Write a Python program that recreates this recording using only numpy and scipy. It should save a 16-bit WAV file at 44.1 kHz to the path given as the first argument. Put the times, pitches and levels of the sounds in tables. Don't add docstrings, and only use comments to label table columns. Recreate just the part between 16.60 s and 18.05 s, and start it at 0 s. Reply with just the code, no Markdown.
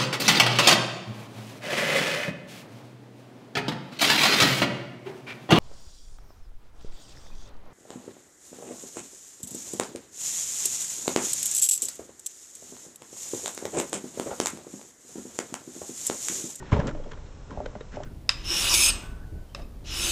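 import sys
import numpy as np
from scipy import signal
from scipy.fft import rfft, irfft
from scipy.io import wavfile
from scipy.ndimage import uniform_filter1d

SR = 44100
rng = np.random.default_rng(int(sys.argv[2]) if len(sys.argv) > 2 else 0)


def output_pcm(signal):
    pcm = np.clip(np.atleast_2d(signal).T, -1, 1) * 32767
    wavfile.write(sys.argv[1], SR, np.round(pcm).astype(np.int16))


def gain_from_db(level_db):
    decades = np.asarray(level_db, float) / 20
    return 10 ** decades


N = 63945


def evened(x):
    return x / np.sqrt(np.mean(x ** 2) + 1e-20)


def read(points, hz):
    f, value = np.transpose(points)
    return np.interp(np.log(hz + 1), np.log(f + 1), value)


def add(mix, start_s, sound):
    part = mix[max(round(start_s * SR), 0):][:len(sound)]
    part += sound[:len(part)]


def colour(x, points):
    gain = gain_from_db(read(points, np.fft.rfftfreq(len(x), 1 / SR)))
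    return irfft(rfft(x) * gain, len(x))


def ring(pitch_hz, t60_s, rise_s):
    t = np.arange(0, min(t60_s, 0.5), 1 / SR)
    return np.sin(2 * np.pi * pitch_hz * t) * gain_from_db(-60 * t / t60_s) * (1 - np.exp(-t / rise_s))


def grains(per_s, spread_db):
    clicks = (rng.random(N) < per_s / SR) * rng.choice([-1., 1.], N)
    return clicks * gain_from_db(spread_db * np.minimum(rng.exponential(1, N), 4))


# freq_hz [Hz], density_db [dB per Hz]
ROOM_SPECTRUM = [(12, -36.5), (20, 4), (73, -3.5), (319, -20), (501, -25), (765, -23.5), (1390, -27),
                 (1980, -32), (7800, -38.5), (10100, -70), (17200, -120)]
ROOM_LEVEL_DB = -44
# freq_hz [Hz], level_db [dB]
MAINS_HUM = [(100, -58), (400, -66.5), (500, -64.5), (600, -73)]


def room_tone():
    t = np.arange(N) / SR
    hum = sum(gain_from_db(level_db + 4) * np.sin(2 * np.pi * (hz * t + rng.random())) for hz, level_db in MAINS_HUM)
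    hiss = evened(colour(rng.standard_normal(N), ROOM_SPECTRUM[:-2]))
    return gain_from_db(ROOM_LEVEL_DB) * hiss + hum


# start_s [s], length_s [s], level_db [dB]
STROKES = [
    (0.0084, 0.15, -51.5),
    (0.65, 0.04, -61),
    (1.307, 0.078, -49.5),
    (0.11, .05, -41),
    (.262, 0.047, -43.5),
]
# freq_hz [Hz], density_db [dB per Hz]
FRICTION_SPECTRUM = [(530, -43), (900, -19), (1380, 0.5), (3910, -13.5), (4690, -16), (6800, -20),
                     (8800, -33.5), (11400, -81), (19400, -120)]


def scuffs():
    t = np.arange(N) / SR
    stroke = np.zeros(N)
    for start_s, length_s, level_db in STROKES:
        stroke += gain_from_db(level_db) * np.sin(np.pi * np.clip((t - start_s) / length_s, 0, 1))
    drive = grains(per_s=6800, spread_db=1.0)
    return stroke * evened(colour(drive, [(400, -53.5)] + list(FRICTION_SPECTRUM)))


# time_s [s], level_db [dB]
SHAKE_LEVEL = [(0, -45.5), (0.118, -45.5), (0.124, -24), (.16, -23), (.185, -27.5), (.2, -22.5),
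               (.225, -32), (.29, -32.5), (0.321, -42), (.49, -47), (.62, -51), (0.891, -56.5), (0.91, -40),
               (1.05, -44.5), (1.1, -46.5), (1.311, -57), (1.345, -42), (1.45, -41.5)]
# freq_hz [Hz], density_db [dB per Hz]
CONTACT_SPECTRUM = [(71, -41.5), (120, -7.5), (351, -11.5), (594, -8.5), (648, -17), (938, -14.5),
                    (1240, -24), (1400, -24), (8000, -53), (10400, -88.5), (17600, -120)]
# freq_hz [Hz], width_hz [Hz], level_db [dB]
BENCH_MODES = [(142.6, 16, 6.5), (183.9, 26, 0), (271, 45, -11.5), (302.7, 120, -1.5), (448, 38, 1),
               (520, 75, -10.5), (575, 8.3, -16.5), (723, 50, -8), (894, 27, -22.5), (925, 11, -29),
               (1410, 31, -9)]


def shudder():
    drive = grains(per_s=2500, spread_db=2.2)
    body = np.zeros(N)
    for hz, width_hz, level_db in BENCH_MODES:
        mode = ring(hz, 7.0 / max(width_hz, 8), 0.000061)
        body += gain_from_db(level_db) * signal.oaconvolve(drive, width_hz * mode)[:N]
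    contacts = evened(colour(drive, [(50, -39.0)] + list(CONTACT_SPECTRUM)))
    ring_db = -5
    sound = evened(contacts + gain_from_db(ring_db) * evened(body))
    time_s, level_db = np.transpose(SHAKE_LEVEL)
    return gain_from_db(np.interp(np.arange(N) / SR, time_s, level_db)) * sound


# start_s [s], crackle_db [dB], bright_share [0-1], pop_db [dB], pop_hz [Hz]
SLAP_EVENTS = [(.0265, -50, 0.1, -38.5, 933), (.120, -36, 0.03, -32, 990), (0.1291, -31, 0.15, -28.5, 2220),
               (.137, -32.5, .1, -31.5, 1300), (.1925, -40.5, 0.05, -30.5, 560),
               (0.2002, -35, 0.34, -33.5, 1640), (0.213, -46, 0, -36, 1500), (0.2711, -30, 0.8, -47, 3040),
               (0.2769, -31.5, 0.64, -35, 538), (.282, -40.5, 0.6, -45, 1910),
               (0.291, -37, 0.36, -41.5, 1550), (0.311, -42.5, 0.4, -38, 1330),
               (0.4416, -47.5, 0.38, -61, 1590), (.350, -48, 0.3, -33.5, 602), (.347, -56, 0, -45.5, 683),
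               (.384, -67, 0.2, -46, 590), (.399, -71, 0.4, -35, 520), (0.458, -68, 0.26, -41.5, 464),
               (.462, -71, .2, -39, 630), (.470, -69, 0.3, -38.5, 450), (0.5139, -42.5, 0.36, -59, 1870),
               (.5187, -38, 0.37, -41, 456), (0.534, -43.5, 0.07, -58, 1000),
               (0.5748, -48, 0.2, -43.5, 510), (.907, -44, 0.46, -42.5, 1400),
               (0.913, -48, 0.5, -37.5, 990), (.924, -51.5, 0.5, -47, 990), (1.323, -63, 0.5, -56, 1300),
               (1.338, -57, 0.4, -46.5, 1550), (1.352, -51, 0.5, -53, 2050), (1.36, -44, 0.75, -55, 3000),
               (1.0425, -59, 0.3, -41, 447), (1.059, -45, 0, -38, 1530), (1.0607, -37.5, 0.57, -28, 523),
               (1.207, -47.5, 0.27, -58.5, 1634), (1.2088, -55, 0, -57, 2900), (1.2091, -48, 0.5, -33, 456),
               (1.153, -45, 0, -52.5, 1490), (1.4351, -35.5, 0.52, -65, 1460)]
# freq_hz [Hz], density_db [dB per Hz]
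BRIGHT_SPECTRUM = [(900, -14.5), (1500, -11.5), (3000, -12), (4700, -2), (6500, -4), (8000, -11),
                   (8800, -8)]
# freq_hz [Hz], density_db [dB per Hz]
DULL_SPECTRUM = [(1000, 1), (1600, 0.5), (2100, -3.5), (2600, -11), (3100, -8), (3800, -15.5), (4400, -22),
                 (8000, -38)]


def crackle(drive, spectrum):
    x = colour(drive, [(400, -36)] + list(spectrum))
    return x / np.sqrt(uniform_filter1d(x ** 2, size=200) + 1e-12)


def swell(t, rise_s, fall_s):
    return np.where(t < 0, np.exp(t / rise_s), np.exp(-t / fall_s))


def slaps():
    out = np.zeros(N)
    drive = grains(per_s=9700, spread_db=3.5)
    bright, dull = crackle(drive, BRIGHT_SPECTRUM), crackle(drive, DULL_SPECTRUM)
    lead = 441
    t = np.arange(-lead, 1300) / SR
    quick = swell(t, rise_s=0.0005, fall_s=0.0018)
    slow = swell(t, rise_s=0.002, fall_s=0.0061)
    pop_lag_s, pop_turns, pop_swell_turns = 0.00028, 5.9, 0.5
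    for start_s, crackle_db, share, pop_db, pop_hz in SLAP_EVENTS:
        at = round(start_s * SR) - lead
        share = np.clip(share, 0, 1)
        n = min(len(t), N - at)
        hiss = share * quick[:n] * bright[at:at + n]
        thud = (1 - share) * slow[:n] * dull[at:at + n]
        add(out, at / SR, gain_from_db(crackle_db) * (hiss + thud))
        pop = ring(pop_hz, 0.012 + pop_turns / pop_hz, 0.0007 + pop_swell_turns / pop_hz)
        add(out, start_s + pop_lag_s, gain_from_db(pop_db + 12.0) * pop)
    return out


# start_s [s], peak_db [dB], strike_db [dB against the ring]
BOARD_KNOCKS = [
    (0.974, -29.5, 6),
    (1.003, -24.5, 4),
    (1.021, -43.5, 6),
    (1.03, -43, -2),
    (1.153, -31, 4.5),
    (1.37, -26, 2.5),
    (1.403, -31, 5.5),
]
# freq_hz [Hz], level_db [dB], t60_s [s]
BOARD_MODES = [(404.5, -6, 0.095), (618, 1.5, 0.043), (734, -7, 0.047), (1166, -11, 0.02)]


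def knocks():
    out = np.zeros(N)
    strike_hz, strike_s, strike_peak_s = 700, 0.0012, 0.002
    ring_lag_s, ring_rise_s = 0.0027, 0.0016
    t = np.arange(0, 2 * strike_peak_s + 0.0021, 1 / SR) - strike_peak_s
    strike = -np.cos(2 * np.pi * strike_hz * t) * np.exp(-0.5 * (t / strike_s) ** 2)
    for start_s, peak_db, strike_db in BOARD_KNOCKS:
        add(out, start_s, gain_from_db(peak_db + strike_db) * strike)
        for hz, mode_db, t60_s in BOARD_MODES:
            add(out, start_s + ring_lag_s, gain_from_db(peak_db + mode_db) * ring(hz, t60_s, ring_rise_s))
    return out


# start_s [s], peak_db [dB], pitch_hz [Hz], t60_s [s]
BENCH_BLOWS = [(0.12, -11.5, 111, 0.05), (0.1266, -5.5, 94.3, 0.071), (0.15, -8, 160, 0.023),
               (0.1625, -17.5, 100, 0.035), (.174, -19, 70, .05), (.1925, -8.5, 108, .025),
               (0.2027, -22.5, 83, 0.041), (.152, -27.5, 22, .2), (.258, -23, 27, 0.1),
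               (0.325, -29, 18.5, 1), (.334, -26.5, 50, .05), (0.0019, -44, 373, 0.29),
               (.001, -45, 1860, 0.089), (.001, -48.5, 1500, .15), (0.04, -53.5, 1820, .2),
               (.083, -52.5, 1860, .15), (.02, -40.5, 350, 0.071), (1.058, -39, 2100, 0.032),
               (1.059, -42.5, 3100, .02), (1.059, -41, 3870, .02), (1.208, -39, 1670, .035),
               (1.209, -42.5, 3780, 0.028), (.439, -46.5, 3300, 0.013), (.12, -27, 1100, .03),
               (.201, -34, 2700, 0.014), (0.539, -37.5, 75, 0.22), (.804, -35.5, 100, .05),
               (0.886, -39.5, 100, 0.11), (0.9242, -26.5, 120, 0.04), (1.004, -34, 99, 0.056),
               (1.061, -30, 32, 0.28), (1.249, -32.5, 60, 0.063), (1.312, -31.5, 23, 0.33),
               (1.3809, -32, 110, 0.059), (0.14, -21, 304, 0.058), (.222, -28.5, 290, 0.039),
               (.258, -23.5, 240, 0.09), (.24, -29.5, 430, 0.062), (.279, -28, 410, 0.052),
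               (.284, -27.5, 580, 0.068), (.305, -35, 340, 0.057), (.519, -34, 425, 0.055),
               (0.329, -33, 300, 0.12), (0.351, -31.5, 300, 0.088), (0.914, -30.5, 308, 0.027),
               (1.161, -31.5, 215, 0.07), (1.342, -33, 240, 0.083)]
# start_s [s], peak_db [dB], pitch_hz [Hz], t60_s [s]
BENCH_LIFTS = [(0.12, -14, 110, 0.026), (0.188, -15, 110, 0.019), (.1675, -10.5, 95, 0.028),
               (.55, -38, 65, .1), (.645, -32, 100, 0.083), (.226, -22, 45, 0.1), (0.22, -29.5, 61, .05),
               (1.16, -37, 62, 0.15), (0.581, -32, 52, 0.35), (0.61, -40, 58, 0.22), (0.83, -39.5, 60, .08),
               (.978, -21, 56.4, .09), (0.99, -40, 88, 0.072), (1.376, -33.5, 100, 0.053),
               (1.395, -31, 60, .06)]


def blows():
    out = np.zeros(N)
    rise_turns = 0.15
    for direction, table in ((-1.05, BENCH_BLOWS), (1, BENCH_LIFTS)):
        for start_s, peak_db, pitch_hz, t60_s in table:
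            add(out, start_s, direction * gain_from_db(peak_db) * ring(pitch_hz, t60_s, rise_turns / pitch_hz))
    return out


# freq_hz [Hz], t60_s [s]
WALL_DECAY = [(100, 0.29), (1000, 0.13), (6000, 0.21)]
WALL_LEVEL_DB = -13.5


def walls(x):
    taps = np.zeros(SR // 2)
    at = np.arange(200, len(taps) - 20, 20)
    taps[at + rng.integers(0, 20, len(at))] = rng.choice([-1., 1.], len(at))
    hz, t, z = signal.stft(taps, SR, nperseg=256)
    decay = gain_from_db(-60 * t / read(WALL_DECAY, hz)[:, None])
    tail = signal.istft(z * decay, SR, nperseg=256)[1]
    return signal.fftconvolve(x, tail / np.linalg.norm(tail))[:N]


def scene():
    background = room_tone() + scuffs() + shudder()
    hits = slaps() + knocks() + blows()
    return (background + hits + gain_from_db(WALL_LEVEL_DB) * walls(hits))[None]


def band_limit(x):
    return signal.sosfilt(signal.butter(12, 8950, fs=SR, output="sos"), x)


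# freq_hz [Hz], gain_db [dB]
MICROPHONE_RESPONSE = [(6, -9), (16, -0.5), (4300, -1.5), (4750, -6.5), (5100, 0.5), (7400, 1.5),
                       (8200, -6.5), (8800, -21.5), (9100, -53)]


def record(dry):
    heard = colour(dry[0], MICROPHONE_RESPONSE)[None]
    return band_limit(heard)


dry = scene()
out = record(dry)
output_pcm(out)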